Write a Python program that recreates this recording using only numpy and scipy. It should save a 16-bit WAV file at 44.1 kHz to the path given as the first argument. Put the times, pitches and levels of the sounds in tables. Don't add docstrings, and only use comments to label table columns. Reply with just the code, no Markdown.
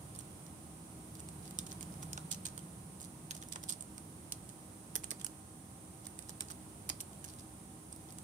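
import sys
import numpy as np
from scipy import signal
from scipy.fft import rfft, irfft, next_fast_len
from scipy.io import wavfile
from scipy.ndimage import uniform_filter1d, map_coordinates

SR = 44100
rng = np.random.default_rng(int(sys.argv[2]) if len(sys.argv) > 2 else 0)


def digitize_waveform(pressure):
    field = np.atleast_2d(pressure).T
    bounded = np.clip(field, -1, 1)
    quanta = np.round(bounded * 32767).astype(np.int16)
    wavfile.write(sys.argv[1], SR, quanta)


N = 363031

# (frequency [Hz], width [Hz], relative level [dB])
KEYCAP_MODES = [(3230, 1050, -7.5), (4750, 1770, -7), (6820, 1070, -2.5)]
STEM_MODES = [(7580, 2560, 0.5), (8530, 2340, 0), (10600, 870, -13)]
EDGE_MODES = [(11340, 2800, -6.5), (12340, 2840, -1.5), (15000, 2700, -8)]
# (middle [s], length [s], level [dB])
BRUSHES = [(0.159, 0.019, -70), (0.199, 0.023, -67), (1.162, .016, -72), (1.198, .016, -70),
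           (1.46, 0.066, -64), (1.67, 0.011, -63), (1.698, 0.032, -64), (1.819, 0.023, -65),
           (1.933, 0.02, -67), (2.029, 0.015, -66), (2.324, 0.026, -55), (2.464, 0.025, -63),
           (3.03, 0.063, -64.5), (3.349, 0.0096, -63), (3.37, .016, -63), (3.426, 0.028, -68),
           (3.529, 0.017, -58), (3.635, .016, -62), (3.711, 0.049, -55), (4.494, 0.02, -70),
           (5.2, 0.0069, -65), (6.052, 0.035, -67), (6.288, 0.022, -65), (6.507, 0.025, -61.5),
           (7.006, 0.015, -57), (7.296, 0.089, -63.5), (7.395, 0.025, -66), (7.93, 0.03, -70),
           (8.09, 0.02, -68)]


def amp(db):
    return 10 ** (np.asarray(db) / 20)


def unit(x):
    return x / np.sqrt(np.mean(x ** 2) + 1e-20)


def along(points, hz):
    f, value = np.transpose(points)
    return np.interp(np.log(hz + 1), np.log(f + 1), value)


def wobble(rate):
    knots = rng.standard_normal(2048)
    return map_coordinates(knots, [np.arange(N) * rate / SR], mode="wrap")


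def filtered(x, response):
    n = x.shape[-1]
    padded = next_fast_len(n + 2048)
    spectrum = rfft(x, padded) * response(np.fft.rfftfreq(padded, 1 / SR))
    return irfft(spectrum, padded)[..., :n]


def resonance(f, hz, width):
    return 1j * f * width / (hz * hz - f * f + 1j * f * width)


def narrow(hz, width, steady=0):
    phase = 2 * np.pi * (hz * np.arange(N) / SR + rng.random())
    in_phase = (steady + wobble(width)) * np.cos(phase)
    return unit(in_phase + wobble(width) * np.sin(phase))


def fan(air_db=-53.0, sway=0.27):
    # (frequency [Hz], relative density [dB])
    air_colour = [(25, -48), (36, -29), (47, -8.5), (65, -1), (95, 2.5), (190, 0), (225, -3.5), (280, -5.5),
                  (350, -6), (460, -12), (750, -12), (1100, -15.5), (1700, -23.5), (8000, -29.5)]
    # (frequency [Hz], correlation [-1 to 1])
    air_likeness = [(60, 0.93), (150, 0.98), (300, 0.83), (500, 0.6), (1000, -0.11), (2000, -0.16),
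                    (6000, 0.069)]
    # (time [s], level [dB])
    air_contour = [(0.0, -49), (0.78, -54.5), (1.99, -43), (2.86, -55.5), (5.32, -55.5), (5.43, -61),
                   (6.83, -52), (7.84, -59), (8.23, -53)]
    # (frequency [Hz], level [dB], wander rate [Hz], left minus right [dB])
    fan_tones = [(159.9, -66.5, 7.2, -5), (193.8, -65, 20, -1.5), (241.2, -69, 6, -1),
                 (311.4, -64.5, 11, -0.5), (320.8, -72, 12, 9), (771, -74, 21, -8.5), (950, -81.5, 25, -14),
                 (1054, -82, 14, 17), (1243, -83.5, 16, 13.5)]
    t = np.arange(N) / SR

    def mid_side(f):
        turn = np.arccos(np.clip(along(air_likeness, f), -1, 1)) / 2
        return amp(along(air_colour, f)) * [np.cos(turn), np.sin(turn)]

    mid, side = filtered(rng.standard_normal((2, N)), mid_side)
    flow_db = np.interp(t, *np.transpose(air_contour))
    air_gain = amp(air_db + sway * (flow_db - flow_db.mean()))
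    air = air_gain * unit(np.array([mid + side, mid - side]))

    tones = np.zeros((2, N))
    for hz, db, width, pan in fan_tones:
        sides = amp([[pan / 2], [-pan / 2]])
        tones += amp(db) * sides * narrow(hz, width, steady=2.95)
    return air * amp([[-.5], [.5]]) + tones


def low_swell(peak_s=1.99, peak_db=-51, slope_db_per_s=7.5):
    t = np.arange(N) / SR
    level_db = peak_db - slope_db_per_s * np.abs(t - peak_s)
    return amp(level_db) * narrow(165, width=55) * amp([[-.5], [.5]])


def contacts(count=2):
    # (time [s], base thump [dB], case knock [dB], cap clack [dB], stem snap [dB], edge tick [dB],
    # left minus right [dB], case ring [Hz], cap ring [Hz], stem ring [Hz],
    # softness [contact time, 1 = usual, before limiting])
    firm = [(0.1893, -67, -72, -59, -48, -57, -10, 1310, 6400, 8640, 0.47),
            (0.2056, -60, -64, -61, -63, -62, -3, 1310, 3060, 8830, 1.15),
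            (1.1956, -68, -64, -59, -59, -62, -9, 1430, 5800, 7970, 1.2),
            (1.2032, -72, -71, -61, -56, -61, -4, 1380, 3000, 8440, 0.7),
            (1.2874, -61, -69, -57, -53.5, -55, -1, 2230, 6600, 7960, 0.8),
            (1.509, -65, -62, -57, -55, -53, -5, 1970, 4200, 7750, 1.2),
            (1.588, -57, -58, -40, -39, -42, -3, 2300, 3630, 7840, 0.49),
            (1.6665, -64, -66, -53, -54, -62, -11, 2340, 5270, 8270, 1.17),
            (1.7182, -66, -55, -49, -64, -57, -1, 1630, 4420, 7450, 0.53),
            (1.809, -59, -54, -54, -49, -55, -7, 2200, 6000, 8440, 0.6),
            (1.8283, -62, -57, -51, -46, -51, -13, 2450, 3200, 7320, 0.76),
            (2.0286, -53, -51, -51, -52, -57, -7, 1310, 3360, 8350, 0.7),
            (2.1312, -61, -62, -43, -46, -45.5, -4, 1760, 5400, 7360, 0.88),
            (2.1765, -45, -41, -45.5, -78, -64, -8, 1250, 3830, 7360, 0.85),
            (2.3119, -71, -67, -48, -49, -57, -14, 2450, 5530, 7490, 1.8),
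            (2.3149, -68, -56, -41, -40.5, -48, -8, 2260, 5470, 7580, 0.57),
            (2.318, -64, -57, -45, -48, -47, -12, 1330, 5240, 8010, 0.88),
            (2.3257, -69, -61, -42.5, -45.5, -52, -10, 2120, 5930, 9400, 0.9),
            (2.3342, -66, -68, -48, -58, -57, 0, 1310, 3160, 9860, 0.95),
            (2.3456, -66, -66, -48, -61, -53, -6, 1880, 5900, 7150, 1.2),
            (2.4537, -65, -52, -46.5, -43.5, -53, -10, 1690, 6500, 8660, 0.46),
            (2.4571, -71, -53, -44, -51, -55, -7, 2400, 6500, 6980, 0.92),
            (2.4659, -69, -52, -45.5, -49, -46, -3, 1600, 6100, 6940, 0.85),
            (2.5779, -51, -56, -51, -50.5, -52, -10, 1440, 6500, 9100, 0.55),
            (3.0084, -58, -68, -66, -52, -57, -12, 1310, 5900, 7740, 1.05),
            (3.309, -57, -48.5, -40.5, -53, -45, -5, 1610, 6300, 7410, 0.73),
            (3.315, -68, -54, -51, -52, -51, 1, 1680, 3820, 8660, 1.8),
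            (3.3507, -63, -66, -52, -53, -56, -10, 1310, 5700, 7020, 1.8),
            (3.4253, -68, -54, -50.5, -73, -60, -4, 1930, 3570, 9860, 0.77),
            (3.5252, -64, -56, -46.5, -45, -51, -11, 2280, 5440, 7580, 0.89),
            (3.5585, -45, -42, -47, -75, -70, -6, 1520, 3300, 7240, 1.1),
            (3.6376, -56, -55, -51, -51, -49, -6, 1560, 5330, 7060, 0.81),
            (3.688, -70, -62, -49, -56, -55, -3, 2420, 5000, 7840, 1.4),
            (3.6924, -59, -62, -45, -40.5, -49, -11, 2400, 5000, 7840, 1),
            (3.696, -70, -68, -51, -50, -49, -3, 2000, 5100, 8480, 1.4),
            (3.7001, -55, -68, -54, -49, -49, 0, 1970, 4860, 6930, 0.84),
            (3.7047, -65, -65, -48, -44, -47, -12, 2330, 4830, 7620, 0.6),
            (3.7125, -60, -72, -50, -55, -54, -14, 1400, 4750, 7240, 1.3),
            (3.7232, -71, -66, -46, -46, -56, -16, 1500, 4700, 8570, 1.08),
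            (3.726, -60, -71, -53, -49, -57, -3, 1460, 4860, 8570, 1.2),
            (3.8081, -61, -68, -57, -47, -60, -2, 1310, 5200, 8500, 0.6),
            (3.824, -63, -70, -62, -51.5, -55, 0, 1720, 6400, 8230, 0.74),
            (3.98, -66, -55.5, -54, -53, -58, -8, 1480, 4340, 8750, 0.74),
            (4.323, -67, -68, -44, -47.5, -45, -3, 1920, 3500, 7800, 0.8),
            (4.9547, -44.5, -43.5, -38.5, -40, -39, -7, 1950, 5750, 9300, 0.88),
            (4.9615, -52, -49, -44, -50, -33, -6, 1930, 5870, 7400, 0.6),
            (5.0365, -50, -52, -54, -65, -58, -8, 2280, 3250, 9600, 0.79),
            (5.042, -61, -51, -47, -44.5, -52, -7, 1610, 6300, 8480, 0.94),
            (5.107, -56, -48, -43, -41.5, -48, -9, 1690, 5500, 8200, 0.58),
            (5.1138, -67, -46, -42, -46.5, -45, -8, 2040, 4800, 9220, 0.8),
            (5.118, -50, -55, -57, -63, -56, -8, 1920, 5460, 7540, 1),
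            (5.214, -68, -55, -50, -56, -60, -8, 1600, 3360, 8140, 0.92),
            (5.2456, -52, -47.5, -46, -39.5, -51, -9, 1600, 5400, 9300, 0.5),
            (5.2654, -58, -53, -46, -52, -45, -8, 1640, 3120, 8180, 0.9),
            (6.0684, -59, -56, -54, -49.5, -53, -12, 1910, 4650, 8800, 0.95),
            (6.1905, -58, -53, -52.5, -48, -55, -9, 1970, 4850, 8400, 0.7),
            (6.294, -53, -61, -51, -52, -53, -7, 1920, 5800, 8530, 0.72),
            (6.4069, -54, -47.5, -41, -41.5, -42, -3.5, 2470, 7000, 8400, 0.81),
            (6.4207, -52, -57, -51, -68, -60, -10, 1890, 5400, 8530, 0.84),
            (6.5022, -56, -50, -57, -63, -56, -13, 1610, 5100, 7280, 1.1),
            (6.5065, -53, -61, -58, -58, -54, -8, 1920, 3200, 8480, 0.9),
            (6.5135, -62, -61, -56, -59, -53, -10, 1890, 3220, 8600, 1),
            (6.8922, -48, -49, -40, -46, -38.5, -8, 2320, 6600, 8740, 0.5),
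            (6.8988, -42, -42, -35, -44, -45, -9, 2470, 4760, 7450, 0.72),
            (7.0058, -68, -56, -56, -49, -52, -9, 2300, 6000, 9200, 0.66),
            (7.0098, -70, -61, -54, -47, -43.5, -10, 1550, 5900, 7360, 0.56),
            (7.243, -70, -54, -52.5, -51, -49, -13, 1730, 2980, 6930, 0.5),
            (7.2474, -70, -69, -49, -54, -57, -15, 1980, 6100, 8610, 0.6),
            (8.1852, -65, -62.5, -56, -53, -52, -4.5, 1720, 6100, 7700, 1.1)]
    # (time [s], cap clack [dB], stem snap [dB], edge tick [dB])
    fingertip_taps = [(0.1502, -57.5, -59, -60), (0.1618, -63, -60, -58), (0.4652, -58, -62, -61),
                      (1.1527, -57, -62, -57), (1.7124, -55, -65, -56), (1.7272, -58, -62, -55),
                      (2.033, -56, -57, -54), (2.4857, -55, -57, -62), (2.591, -56, -60, -61),
                      (3.0159, -58, -49.5, -59), (3.029, -59, -55, -61), (3.0481, -57, -58, -58),
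                      (3.3661, -56, -63, -59), (3.4178, -60, -64, -58), (3.4355, -57, -66, -61),
                      (3.4865, -59, -59, -57), (4.3301, -55, -61, -58), (4.4914, -59, -55, -62),
                      (6.0565, -57, -62, -57), (6.2242, -58, -61, -63), (6.3039, -55, -55, -57),
                      (6.4851, -54, -61, -62), (7.1317, -61, -68, -63), (7.2594, -60, -65, -62),
                      (7.2802, -59, -70, -64), (7.3008, -58, -66, -64), (7.3961, -56, -63, -65),
                      (7.9269, -60, -51, -65), (7.9618, -63, -62, -59), (8.1055, -58, -62, -61),
                      (8.1239, -63, -56, -57)]
    rattle_db, rattle_scatter_db, rattle_edge_db = 5.5, 1.5, -6
    light_knock_db, light_pan_db, light_softness = -12, -8, 0.7

    touches = list(fingertip_taps)
    for middle, length, brush_db in BRUSHES:
        place = (np.arange(count) + rng.random(count)) / count - .5
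        strength = brush_db + rattle_db + rattle_scatter_db * rng.standard_normal(count)
        for p, clack in zip(place, strength):
            edge = clack + rattle_edge_db
            touches.append((middle + length * p, clack, edge, edge))

    rings = rng.choice(np.array(firm)[:, 7:10], len(touches))
    light = []
    for (s, clack, snap, tick), ring in zip(touches, rings):
        knock = clack + light_knock_db
        light.append((s, knock, knock, clack, snap, tick, light_pan_db, *ring, light_softness))
    return np.array(list(firm) + light)


def strike(modes, softness, rise, t60, chatter_db, chatter_t60, spread, scatter_db, crack,
           clump_db=3.5, detune=0.015):
    muffle_ratio = 1.83
    count, t = len(softness), np.arange(SR // 20) / SR
    impact = amp(-60 * t / (t60 * softness)) * (1 - np.exp(-(t / (rise * softness)) ** 2))
    impact = impact / impact.max(axis=-1, keepdims=True)

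    slow_noise = uniform_filter1d(rng.standard_normal((count, 1, len(t))), size=40)
    clumps = unit(amp(clump_db * unit(slow_noise)))
    chatter = clumps * amp(chatter_db - 60 * t / chatter_t60) * (1 - np.exp(-t / rise))

    grain = rng.standard_normal((count, 3, len(t)))
    stereo_grain = grain[:, :1] + spread * grain[:, 1:]
    force = (impact + chatter) * stereo_grain
    force = force + crack * (impact == 1)

    chance = rng.standard_normal((count, len(modes), 2, 1, 1))
    top_hz = muffle_ratio * max(np.max(hz) for hz, _, _ in modes)

    def body(f):
        total = 0
        for k, (hz, width, db) in enumerate(modes):
            gain = (-1) ** k * amp(db + scatter_db * chance[:, k, 0])
            total = total + gain * resonance(f, hz * np.exp(detune * chance[:, k, 1]), width)
        return total / (1 + 1j * np.sqrt(2) * f / top_hz - (f / top_hz) ** 2)

    ring = filtered(force, body)
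    attack = ring[..., :SR // 220]
    return ring / np.sqrt(np.mean(attack ** 2, axis=-1, keepdims=True))


def keyboard(touches, lead=.0006):
    # (frequency [Hz], width [Hz], relative level [dB])
    base_modes = [(308, 54, 3), (440, 100, -2), (624, 106, -2.5), (782, 116, 3.5), (1040, 430, 0)]
    case_modes = [(1550, 570, -6.5), (2550, 1900, -12.5)]
    case_width_hz, cap_width_hz, stem_width_hz = 370, 440, 620
    stem_ring_db = 6.5
    thump_trim, knock_trim, clack_trim, snap_trim, tick_trim = -2.0, -1.2, 0.0, -3.0, 0.0

    columns = np.transpose(touches)[..., None, None]
    s, thump, knock, clack, snap, tick, pan, case_hz, cap_hz, stem_hz, softness = columns
    softness = np.clip(softness, .3, 2.5)
    case = [(case_hz, case_width_hz, 0)] + case_modes
    cap = [(cap_hz, cap_width_hz, 0)] + KEYCAP_MODES
    stem = STEM_MODES + [(stem_hz, stem_width_hz, stem_ring_db)]

    hits = amp(thump + thump_trim) * strike(
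        base_modes, softness, rise=.0012, t60=.014, chatter_db=-13, chatter_t60=.06,
        spread=.7, scatter_db=1, crack=7)
    hits += amp(knock + knock_trim) * strike(
        case, softness, rise=.0009, t60=.011, chatter_db=-12, chatter_t60=.055,
        spread=.8, scatter_db=1, crack=5)
    hits += amp(clack + clack_trim) * strike(
        cap, softness, rise=.0009, t60=.006, chatter_db=-10, chatter_t60=.032,
        spread=.9, scatter_db=1, crack=4)
    hits += amp(snap + snap_trim) * strike(
        stem, softness, rise=.001, t60=.005, chatter_db=-11, chatter_t60=.028,
        spread=.9, scatter_db=1, crack=3)
    hits += amp(tick + tick_trim) * strike(
        EDGE_MODES, softness, rise=.0009, t60=.004, chatter_db=-11, chatter_t60=.03,
        spread=.9, scatter_db=1.5, crack=2.2)

    keys = np.zeros((2, N + SR))
    starts = (s - lead * softness).ravel()
    for start, side, hit in zip(starts, pan.ravel(), hits):
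        sides = unit(amp([[side / 2], [-side / 2]]))
        keys[:, round(start * SR):][:, :hit.shape[1]] += hit * sides
    return keys[:, :N]


def rubbing(touches, slide_db=-6):
    t = np.arange(N) / SR
    pressure = np.zeros(N)
    for middle, length, db in BRUSHES:
        pressure += amp(db) * np.exp(-(2 * (t - middle) / length) ** 2)
    approach = np.exp(-np.arange(SR // 80)[::-1] / (SR * .0022))
    for s, _, _, clack, *_ in touches:
        end = round(s * SR)
        pressure[end - len(approach):end] += amp(clack + slide_db) * approach

    grains = rng.standard_normal((2, N)) * amp(7 * wobble(600))

    def caps(f):
        total = 0
        for k, (hz, width, db) in enumerate(KEYCAP_MODES + STEM_MODES + EDGE_MODES):
            total = total + (-1) ** k * amp(db) * resonance(f, hz, width)
        return total / (1 + 1j * f / 3500)

    return pressure * amp([[-1.5], [1.5]]) * unit(filtered(grains, caps))


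def room(x, count=16):
    # (frequency [Hz], time [s])
    decay = [(200, 0.13), (1500, 0.19), (5000, 0.19), (9000, 0.16), (14000, 0.12)]
    hz, t, z = signal.stft(rng.standard_normal((count, 2, SR // 3)), SR, nperseg=256)
    fading = z * amp(-60 * t / along(decay, hz)[:, None])
    tails = signal.istft(fading, SR, nperseg=256)[1]
    wet = np.zeros((2, N + SR))
    for span, tail in zip(np.array_split(np.arange(N), count), tails):
        echo = signal.fftconvolve(x[:, span], tail / np.linalg.norm(tail[0]), axes=1)
        wet[:, span[0]:][:, :echo.shape[1]] += echo
    return wet[:, :N]


def scene(left_lag=0.0003497, room_db=-12):
    # (frequency [Hz], gain [dB])
    left_colour = [(2000, 4), (3200, 1.5), (5600, 7), (7500, 8), (9800, 0), (11300, -5), (15000, -2)]
    touches = contacts()
    left, right = keyboard(touches) + rubbing(touches)

    def path(f):
        delay = np.exp(-2j * np.pi * f * left_lag)
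        return amp(along(left_colour, f)) * delay

    keys = np.array([filtered(left, path), right])
    return keys + amp(room_db) * room(keys) + fan() + low_swell()


def causal(points, f):
    cepstrum = irfft(np.log(amp(along(points, f))))
    folded = rfft(2 * cepstrum[:len(f) - 1], len(cepstrum))
    return np.exp(folded - cepstrum[0])


def record(dry, hiss_db=-65.5):
    # (frequency [Hz], relative density [dB])
    hiss_colour = [(100, -8), (2000, 1.5), (3400, -2.5), (4500, -6.5), (6000, 6.5), (9700, 5), (11000, -3),
                   (15500, -1.5)]
    # (frequency [Hz], gain [dB])
    port_response = [(5500, 0), (7300, 0.5), (7650, 7), (8100, 10), (8450, 10.5), (8880, 17.5), (9250, 11),
                     (9450, 18), (9750, 12.5), (9970, 15.5), (10330, 9.5), (10600, 8.5), (10950, 7.5),
                     (11900, 1.5), (15000, -1)]
    top_hz = 15550
    noise = rng.standard_normal((2, N))
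    hiss = unit(filtered(noise, lambda f: amp(along(hiss_colour, f))))
    left, right = dry + amp(hiss_db) * hiss
    right = filtered(right, lambda f: causal(port_response, f))
    return filtered(np.array([left, right]), lambda f: 1 / np.sqrt(1 + (f / top_hz) ** 160))


dry = scene()
out = record(dry)
digitize_waveform(out)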